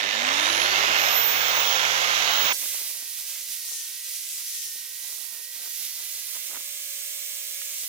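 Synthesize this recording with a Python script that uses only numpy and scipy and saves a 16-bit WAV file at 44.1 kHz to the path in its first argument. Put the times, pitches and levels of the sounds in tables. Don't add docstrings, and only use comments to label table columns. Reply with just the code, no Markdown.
import sys
import numpy as np
from scipy import signal
from scipy.fft import rfft, irfft, next_fast_len
from scipy.io import wavfile
from scipy.ndimage import uniform_filter1d, map_coordinates

SR = 44100
rng = np.random.default_rng(int(sys.argv[2]) if len(sys.argv) > 2 else 0)


def bounce(signal):
    frames = np.transpose(np.atleast_2d(signal))
    limited = np.clip(frames, -1, 1)
    pcm = np.round(limited * 32767).astype(np.int16)
    wavfile.write(sys.argv[1], SR, pcm)


N = 347508
T = np.arange(N) / SR
THIN_S = 2.527
FREE_HZ, CREST_HZ = 560.7, 513.5


def amp(db):
    return 10 ** (np.asarray(db) / 20)


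def unit(x):
    return x / np.sqrt(np.mean(x ** 2) + 1e-20)


def ramp(x):
    return np.clip(x, 0, 1)


def curves(rows):
    s, *cols = np.transpose(rows)
    return [np.interp(T, s, c) for c in cols]


def along(points, hz):
    f, *cols = np.transpose(points)
    return np.array([np.interp(np.log(hz + 1), np.log(f), c) for c in cols])


def wobble(rate):
    knots = rng.standard_normal(int(N * rate / SR) + 4)
    fine = np.arange(0, len(knots), 1 / 8)
    return np.interp(T * rate, fine, map_coordinates(knots, [fine], mode="nearest"))


def swell(s, half):
    return np.exp(-.5 * np.minimum(((T - s) / half) ** 2, 60))


def filtered(x, response):
    size = next_fast_len(N + 8192)
    return irfft(rfft(x, size) * response(np.fft.rfftfreq(size, 1 / SR)), size)[..., :N]


def below(hz, edge_hz):
    return 1 / (1 + (hz / edge_hz) ** 4)


def panned(lean_db):
    gains = amp(np.array([lean_db, -lean_db]).reshape(2, -1) / 2)
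    return gains / np.sqrt(np.mean(gains ** 2, axis=0))


def ticks(rate, spread_db):
    hit = rng.random((3, N)) < rate / SR
    sizes = amp(spread_db * rng.standard_normal((3, N)))
    return unit(hit * rng.standard_normal((3, N)) * sizes)


def rasp(spindle, rate, spread_db, air, throb):
    bite = np.exp(throb * np.sin(spindle + 0.81 * wobble(12)))
    grain = ticks(rate, spread_db) + air * rng.standard_normal((3, N))
    return bite * grain / np.sqrt(np.i0(2 * throb))


# start_s, left_port_lag_ms
PORT_LAG = [(0, 0.34), (2.5, 0.28), (2.6, 0.068), (3.5, 0.023), (5, 0.032), (6, 0.055), (6.7, 0.11),
            (7.5, 0.12), (7.88, 0.064)]
# frequency_hz, shared_power (0-1)
PORT_LIKENESS = [(100, 0.8), (1500, 0.7), (3000, 0.61), (6000, 0.39), (12000, 0.2), (15000, 0.2)]


def at_ports(streams, colour):
    lag_ms = curves(PORT_LAG)[0]
    late = map_coordinates(streams[0], [(T - lag_ms / 1000) * SR])
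    direct = np.array([late, streams[0]])
    share = lambda hz: ramp(along(PORT_LIKENESS, hz))
    coherent = filtered(direct, lambda hz: np.sqrt(share(hz)))
    scattered = filtered(streams[1:], lambda hz: np.sqrt(1 - share(hz)))
    return unit(filtered(coherent + scattered, lambda hz: amp(along(colour, hz))))


START_HZ, CREST_S, SPIN_CURVE = 170, 2.04, 2.12
RECOVER_S, INERTIA_S = .18, 0.072
# hardest_push_s, armature_sag_hz (before rounding), leaning_in_s
PRESS_TABLE = [(2.57, 22, .3), (2.94, 25, .26), (3.11, 42, .22), (3.57, 41, .19), (3.83, 54, .28),
               (4.21, 20, .6), (4.57, 44, .27), (4.71, 41, .2), (4.96, 31, .29), (5.26, 30, .25),
               (5.41, 46, .18), (5.72, 36, .21), (6.04, 16, .27), (6.239, 16, .12), (7.87, 22, .12)]


def armature_speed():
    spin_up = CREST_HZ - (CREST_HZ - START_HZ) * np.abs(1 - T / CREST_S) ** SPIN_CURVE
    sag = np.zeros(N)
    for s, sag_hz, lean_s in PRESS_TABLE:
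        push = ramp(1 + (T - s) / lean_s)
        recovery = np.exp(-np.maximum(T - s, 0) / RECOVER_S)
        sag += sag_hz * push * recovery
    worked = FREE_HZ - uniform_filter1d(sag, size=round(INERTIA_S * SR))
    return np.where(T < THIN_S, spin_up, worked)


MAINS_HZ, FIRST_SURGE_S, SURGE_DEPTH = 50.18, .0017, 0.38


def surging(strain):
    depth = SURGE_DEPTH * strain * np.exp(0.3 * wobble(100.7))
    half_cycles = np.cos(2 * np.pi * 2 * MAINS_HZ * (T - FIRST_SURGE_S))
    return np.exp(depth * half_cycles) / np.sqrt(np.i0(2 * depth))


def settling():
    end_s, fall_s = 3.12, 0.47
    return ramp((end_s - T) / fall_s)


# start_s (centre), level_db, left_minus_right_db, half_length_s
CATCH_TABLE = [(2.64, -48.5, -20, .02), (2.803, -54, -24, 0.14), (3.252, -58.5, -5, .047),
               (3.705, -57, 16, 0.036), (5.146, -58, -17, 0.12), (5.355, -57.5, 8, 0.052),
               (5.643, -54, 13, 0.049), (5.82, -56.5, -9, 0.027), (6.002, -58, 6, 0.049),
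               (6.167, -58.5, 9, 0.036), (6.358, -52, -19, .015), (6.55, -48.5, -28, 0.034),
               (7.84, -57, -6, .021)]


def catching():
    power = 0
    for s, db, lean_db, half in CATCH_TABLE:
        power = power + (amp(db) * panned(lean_db) * swell(s, half)) ** 2
    return np.sqrt(power)


def draught(catch, load):
    stray_db, swing_db = -71.5, 4.2
    stray = load * amp(stray_db + swing_db * np.array([wobble(7.4), wobble(9)]))
    lumps = amp(2.7 * np.array([wobble(70), wobble(70)]))
    dust = ticks(rate=1500, spread_db=1.0)[:2]
    flutter = lumps * (dust + .5 * rng.standard_normal((2, N)))
    # frequency_hz, level_db
    colour = [(50, -34), (150, -18), (300, -3.5), (700, 1.5), (1400, 0.0), (2600, -2.0), (5000, -27)]
    return np.hypot(catch, stray) * unit(filtered(flutter, lambda hz: amp(along(colour, hz))))


def tail():
    level_db, decay_s = -42, 0.022
    noise = filtered(rng.standard_normal((2, N)), lambda hz: below(hz, 1300) * (1 - below(hz, 300)))
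    decay = np.exp(-np.maximum(T - THIN_S, 0) / decay_s)
    return amp(level_db) * decay * unit(noise) * panned(-8)


# start_s, level_db, left_minus_right_db, upper_edge_hz
KNOCK_TABLE = [(2.618, -47, -20, 1200), (2.635, -45, -22, 900), (2.659, -41, -18, 2000),
               (2.748, -38.5, -20, 1600), (2.815, -45.5, -17, 900), (2.86, -50, -16, 2000),
               (3.026, -49, -20, 1100), (3.72, -51, 14, 1500), (4.757, -52, -14, 1000),
               (5.05, -52, -14, 1400), (5.126, -51, -18, 1300), (5.207, -52, -16, 1200),
               (5.562, -49, 14, 2000), (5.612, -51, 14, 1500), (5.66, -47, 14, 2000),
               (5.674, -47, 18, 2000), (6.357, -52, -18, 1800), (6.365, -42, -18, 2200),
               (6.499, -49, -20, 800), (6.5325, -41, -24, 1700), (6.546, -42, -26, 2800),
               (6.550, -39.5, -26, 2400), (6.5575, -34, -28, 2700), (6.567, -38.5, -26, 3000),
               (6.573, -35, -26, 2900), (6.605, -48, -18, 1500), (7.737, -57, -12, 1200),
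               (7.835, -52, -12, 1000)]
KNOCK_LOW_HZ, KNOCK_DECAY_S, KNOCK_ROUGH = 240, 0.0014, 0.14


def knocks():
    out = np.zeros((2, N + SR))
    age = T[:SR // 50]
    window = .0017 * SR
    for s, db, lean_db, edge_hz in KNOCK_TABLE:
        rough = KNOCK_ROUGH * np.exp(-age / KNOCK_DECAY_S) * rng.standard_normal(len(age))
        band = signal.butter(3, [KNOCK_LOW_HZ, edge_hz], "band", fs=SR, output="sos")
        knock = signal.sosfilt(band, (age == 0) + rough)
        knock = knock * np.sqrt(window / np.sum(knock ** 2))
        out[:, round(s * SR):][:, :len(age)] += amp(db) * knock * panned(lean_db)
    return out[:, :N]


def hum(spindle, pace):
    shake = amp(-55.5) * np.sin(spindle)
    shake += amp(-60.5) * np.sin(2 * spindle)
    shake += amp(-56) * np.sin(3 * spindle + .25 * wobble(60))
    return np.sqrt(2) * shake * ramp((pace - .35) / .3) * amp(wobble(10.9)) * panned(-7)


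def squeal():
    start_s, pitch_hz, level_db, decay_s = 4.615, 5500, -42, 0.12
    age = np.maximum(T - start_s, 0)
    level = amp(level_db + 3.0 * wobble(40.2)) * ramp(age / 0.0091) * np.exp(-age / decay_s)
    return level * np.sqrt(2) * np.sin(2 * np.pi * pitch_hz * T + .5 * wobble(120))


# start_s (centre), level_db, half_length_s
CLACK_TABLE = [(.003, -22, 0.0009), (.04, -22, 0.0011), (.09, -22.5, .001), (.13, -24, .001),
               (.17, -25, .001), (.25, -21, .0012), (.269, -22, 0.00088), (.289, -18.5, .001),
               (.398, -20, .0016), (.439, -21, .001), (.457, -21, 0.0018), (.498, -24, 0.00098),
               (.529, -22, 0.00089), (.578, -18, .001), (.619, -18, .0013), (.662, -22, .003),
               (7.619, -37, .0025)]
# frequency_hz, left_db, right_db
CLACK_SPECTRUM = [(150, -70, -65), (1000, -15, -12), (1900, -1, 0), (3200, -11, -1), (5000, -26, -7),
                  (6800, -37, -11), (9000, -50, -30)]


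def clacks():
    level = sum(amp(db) * swell(s, half) for s, db, half in CLACK_TABLE)
    return level * at_ports(rng.standard_normal((3, N)), CLACK_SPECTRUM)


# pitch_hz, width_hz, level_db (relative)
STEEL_MODES = [(294, 12, -8.5), (402, 12, -7), (1800, 99, 0), (2030, 100, -5), (3710, 90, 1.5),
               (4260, 39, -8)]


def steel(spindle, pace, strain):
    slow_db, fast_db, fade_pace, fade_span = -31.5, -44, 0.59, 0.32
    drive = surging(strain) * rasp(spindle, rate=9000, spread_db=0.5, air=0.53, throb=0.091)[:2]

    def modes(hz):
        total = 0
        for centre, width, db in STEEL_MODES:
            damping = 1j * hz * width
            total = total + amp(db) * damping / (centre ** 2 - hz ** 2 + damping)
        return total

    merged = ramp((pace - fade_pace) / fade_span)
    level = amp((1 - merged) * slow_db + merged * fast_db)
    return level * unit(filtered(drive, modes)) * panned(-12.0)


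# armature_multiple, level_db, width_hz, fade_pitch_hz
CHATTER_BANDS = [(7, -38.5, 240, 3000), (12, -41.5, 310, 7500), (24, -43, 380, 7400)]
# pitch_hz, width_hz, boost_db
HOUSING_MODES = [(2650, 200, 6), (3750, 260, 9.5), (4400, 230, 7.5), (5500, 310, 4), (6900, 600, 7)]


def flares(armature, speed):
    steady_core, break_up_db = 0.49, 2.5
    out = np.zeros((2, N))
    for multiple, db, width_hz, fade_hz in CHATTER_BANDS:
        hz, phase = multiple * speed, multiple * armature
        boost_db = sum(peak_db / (1 + ((hz - centre) / width) ** 2) for centre, width, peak_db in HOUSING_MODES)
        in_phase = (steady_core + wobble(width_hz)) * np.sin(phase)
        band = unit(in_phase + wobble(width_hz) * np.cos(phase))
        level = amp(db + boost_db + break_up_db * wobble(28)) * below(hz, fade_hz) ** 2
        out += level * band * panned(-4.5 * hz / 1000)
    return out


# pitch_hz, level_db (before a fixed trim)
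WHISTLE_LEVELS = [(5500, -46), (7300, -42.5), (8100, -48), (10100, -39.5), (11150, -36.5), (12100, -45),
                  (12850, -47), (13400, -33), (14300, -22.5), (14700, -21), (15000, -28), (15660, -25),
                  (15770, -33), (15850, -52)]
FAN_BLADES = 31


def whistle(armature, speed):
    level = amp(along(WHISTLE_LEVELS, FAN_BLADES * speed)[0] - 2.5 + 2.1 * wobble(30.35))
    return level * np.sqrt(2) * np.sin(FAN_BLADES * armature + .5 * wobble(200)) * panned(-26.5)


# armature_multiple, opening_db (before the starting boost), scrubbing_db, free_db, phase_blur_rad
TONE_TABLE = [(1, -50, -70.5, -62, 0.14), (2, -55, -74.5, -72, 0.28), (3, -53, -69.5, -63.5, 0.29),
              (3.7, -61, -58, -58, 0.13), (4, -50, -67, -56.5, 0.38), (6, -54, -69, -76, 0.59),
              (7.4, -55, -65, -62, .5), (12, -62, -64, -77, 0.73), (14.8, -64.5, -67, -50, 0.62)]


def motor(armature, opening, load, strain):
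    out = np.zeros((2, N))
    for multiple, opening_db, scrub_db, free_db, blur in TONE_TABLE:
        start_boost_db = 8.0 * strain * (multiple == 1)
        thin_level = amp(load * scrub_db + (1 - load) * free_db)
        level = opening * amp(opening_db + start_boost_db) + (1 - opening) * thin_level
        waver = amp((0.5 + 0.8 * load + 0.5 * opening) * wobble(11))
        lean_db = opening * (-3.5 - 1.5 * multiple) + (1 - opening) * (-1.5 * load - 11 * (1 - load))
        tone = np.sqrt(2) * np.sin(multiple * armature + blur * wobble(130))
        out += panned(lean_db) * level * waver * tone
    return out


# start_s (centre), half_length_s, pitch_hz, half_width_hz, boost_db
ROAR_RESONANCES = [(.36, .1, 1050, 220, 4), (.35, .2, 4260, 90, 1), (.08, .12, 1430, 200, -3),
                   (.93, .14, 2700, 200, 2.5), (1.05, 0.15, 860, 200, 1), (1.6, .2, 3500, 170, 3),
                   (2.36, .15, 3850, 110, 5.5)]


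def shifting(pair):
    patchy_db = 1.0
    hz, s, z = signal.stft(pair, SR, nperseg=1024)
    boost_db = 0
    for at, half, centre, width, db in ROAR_RESONANCES:
        boost_db = boost_db + db * np.exp(-.5 * ((s - at) / half) ** 2) * below(hz[:, None] - centre, width)
    patches = uniform_filter1d(rng.standard_normal(z.shape[1:]), size=6, axis=0)
    patches = uniform_filter1d(patches, size=9, axis=1)
    return signal.istft(z * amp(boost_db + patchy_db * unit(patches)), SR, nperseg=1024)[1][:, :N]


# start_s, rasp_db, body_db (both before fixed trims)
ROAR_LEVELS = [(0, -28, -32), (.17, -25.5, -30), (.34, -23.5, -28), (1.06, -22.5, -24), (1.27, -24.5, -28),
               (1.55, -23, -26), (2.52, -22.5, -26.5)]
# frequency_hz, left_db, right_db
ROAR_SPECTRUM = [(40, -58, -41), (200, -32.5, -28), (397, -22.5, -17), (573, -10, -6), (960, -7, -2.5),
                 (1200, -5.5, -2.5), (1500, -2.5, -0.5), (1890, -4.5, -2.5), (2130, -3.5, 2.5),
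                 (2350, -11.5, -0.5), (2700, -14.5, 1), (3000, -13.5, 1), (3600, -21.5, -0.5),
                 (4300, -23, -4), (5040, -28, -7.5), (5350, -30, -4), (6430, -39, -4.5), (6980, -40, -9),
                 (8630, -54, -24), (12100, -39, -16.5), (15000, -42, -19.5)]
# start_s, end_s, level_db (before a random swing)
BUFFET_TABLE = [(0, 0.933, -49), (2.405, 2.48, -46)]
RUMBLE_DB, BUFFET_EDGE_S, CLUMP_DB = -57.5, 0.033, 1.5


def roar(spindle, pace, strain):
    rasp_db, body_db = curves(ROAR_LEVELS)
    buffets = np.zeros(N)
    for start, end, db in BUFFET_TABLE:
        buffets += amp(db) * ramp(np.minimum(T - start, end - T) / BUFFET_EDGE_S + .5)
    beats = rasp(spindle, rate=14000, spread_db=1.0, air=0.88, throb=0.04)
    noise = shifting(at_ports(beats, ROAR_SPECTRUM))
    missing = 1 - np.array([pace ** 2.8, pace ** 1.4])
    noise = noise - missing * filtered(noise, lambda hz: 1 - below(hz, 6600) ** .5)
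    low = filtered(noise, lambda hz: below(hz, 2030))
    rumble = filtered(noise, lambda hz: below(hz, 295))
    bass = np.maximum(amp(RUMBLE_DB), buffets) * amp(2.5 * wobble(13)) * unit(rumble)
    rattle = surging(strain) * amp(CLUMP_DB * strain * wobble(380))
    top = amp(rasp_db - 1.65 + 0.27 * wobble(11.67)) * rattle * unit(noise - low)
    lumpy_mids = unit(amp(1.0 * wobble(170)) * (low - rumble))
    body = amp(body_db - 2.0 + 0.39 * wobble(12.4)) * rattle ** 0.69 * lumpy_mids
    return top + body + bass


# start_s (centre), level_db, half_length_s, pitch_hz
BITE_TABLE = [(3.3, -51, 0.098, 6800), (3.75, -34, 0.079, 6000), (4.132, -42, 0.093, 8200),
              (4.33, -38.5, 0.049, 7800), (4.578, -35, 0.12, 6000), (5.103, -40, 0.1, 6300),
              (5.985, -39.5, .037, 6000), (6.157, -39, 0.044, 6500), (7.8, -38.5, .055, 8000)]
# frequency_hz, level_db
BITE_SPECTRUM = [(200, -75), (1200, -40), (3000, -8), (4800, -3.5), (7300, 0), (10500, -2), (13000, -8),
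                 (15500, -15)]
BITE_RING_DB, BITE_WIDTH_HZ = 5, 490


def bites(spindle):
    scratch = rasp(spindle, rate=8200, spread_db=2.5, air=0.7, throb=0.12)[:2]
    out = np.zeros((2, N))
    for s, db, half, ring_hz in BITE_TABLE:
        ring_db = lambda hz: BITE_RING_DB * below(hz - ring_hz, BITE_WIDTH_HZ)
        ringing = unit(filtered(scratch, lambda hz: amp(along(BITE_SPECTRUM, hz) + ring_db(hz))))
        out += amp(db) * swell(s, half) * ringing
    return out * panned(1.6)


# start_s, pitch_hz, depth_db (negative is a slight hump)
HOLLOW_PATH = [(5.3, 9600, 0), (5.85, 9100, 3), (6.12, 8880, 6), (6.3, 8100, 0), (7, 6900, 0.5),
               (7.5, 6700, 2), (7.7, 6700, -1.5)]
HOLLOW_WIDTH_HZ = 490


def hollowed(pair):
    hz, s, z = signal.stft(pair, SR, nperseg=512)
    times, centres, depths = np.transpose(HOLLOW_PATH)
    notch = below(hz[:, None] - np.interp(s, times, centres), HOLLOW_WIDTH_HZ)
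    dip_db = np.interp(s, times, depths) * notch
    return signal.istft(z * amp(-dip_db), SR, nperseg=512)[1][:, :N]


# start_s, level_db (before settling excess and trims), left_minus_right_db
HISS_LEVELS = [(3.05, -38, -7), (3.3, -35.5, -6.5), (3.95, -38, -6), (4.06, -36, -6.5), (4.3, -36, -6.5),
               (4.9, -38.5, -6.5), (5.15, -37, -14), (5.45, -39.5, -6.5), (5.85, -35, -7.5),
               (6.24, -36.5, -8), (6.34, -35, -9.5), (6.6, -37, -7.5), (7, -36, -7), (7.88, -36, -7.5)]
# frequency_hz, left_db, right_db
SCRUB_SPECTRUM = [(100, -61, -53), (300, -46, -37), (500, -39, -30.5), (830, -35.5, -28),
                  (1700, -21, -16.5), (2240, -10.5, -10), (3860, -7.5, -4), (6000, -3, -1.6),
                  (7640, -8, -3.5), (10700, -9.5, 0.5), (11700, -11.5, -2), (13100, -12.5, 1),
                  (14100, -21, -2), (15200, -23, -1.5), (15700, -29, -7)]
# frequency_hz, left_db, right_db
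FREE_SPECTRUM = [(100, -68, -54), (320, -60, -41), (480, -48, -31), (780, -40.5, -29.5), (1640, -25.5, -20),
                 (2230, -17.5, -11.5), (3420, -11, -7.5), (4520, -13, -11), (6500, -7.5, -5.5),
                 (8400, -9, -8), (10900, -19.5, -7.5), (12800, -16, -5), (13500, -33, -11),
                 (14800, -27, -0.5), (15800, -40, -13)]
SETTLE_HISS_DB, SIZZLE_DB = 7.5, 1.5


def hiss(spindle, load):
    level_db, lean_db = curves(HISS_LEVELS)
    scrape_db = level_db + SETTLE_HISS_DB * settling()
    sizzle_db = scrape_db + SIZZLE_DB + 0.93 * load * wobble(9)
    strikes = rasp(spindle, rate=12000, spread_db=2.0, air=1.08, throb=0.029)
    scrub = at_ports(strikes, SCRUB_SPECTRUM)
    free = at_ports(rng.standard_normal((3, N)), FREE_SPECTRUM)
    mixed = np.sqrt(load) * scrub + np.sqrt(1 - load) * free
    pair = np.array([unit(side) for side in mixed]) * panned(lean_db)
    low_gain = amp(-1.2 + (1.8 + 1.0 * load) * wobble(15))
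    pair = pair + (low_gain - 1) * filtered(pair, lambda hz: below(hz, 1300))
    scrape = filtered(pair, lambda hz: below(hz, 9060))
    body = amp(scrape_db - 1.5) * unit(scrape) + amp(sizzle_db - 1.65) * unit(pair - scrape)
    sheen = unit(filtered(rng.standard_normal((2, N)), lambda hz: below(abs(hz - 14850), 110)))
    return (body + amp(sizzle_db - 13) * sheen * panned(-22)) * amp(0.85 * load * wobble(25))


GEAR = 3.7
FULL_SAG_HZ, INRUSH_S = 23.8, .65
SETTLE_TONES_DB = 6.5


def scene():
    speed = armature_speed()
    armature = 2 * np.pi * np.cumsum(speed * (1 + 0.000573 * wobble(12))) / SR
    spindle = armature / GEAR
    pace = ramp(speed / CREST_HZ)
    load = ramp((FREE_HZ - speed) / FULL_SAG_HZ)
    opening = ramp((THIN_S - T) / 0.0066 + .5)
    strain = np.exp(-T / INRUSH_S)
    catch = catching()
    loud = hum(spindle, pace) + steel(spindle, pace, strain)
    loud += ramp((pace - .42) / 0.15) * surging(strain) * flares(armature, speed)
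    loud += whistle(armature, speed) + roar(spindle, pace, strain)
    thin = draught(catch, load) + tail() + knocks() + squeal()
    thin += bites(spindle) + hollowed(hiss(spindle, load))
    tones = motor(armature, opening, load, strain) * ramp((pace - .35) / 0.22)
    tones = tones * amp(SETTLE_TONES_DB * (1 - opening) * settling())
    return opening * loud + (1 - opening) * thin + tones + clacks()


def record(dry):
    top_hz = 15870
    return filtered(dry, lambda hz: hz < top_hz)


dry = scene()
out = record(dry)
bounce(out)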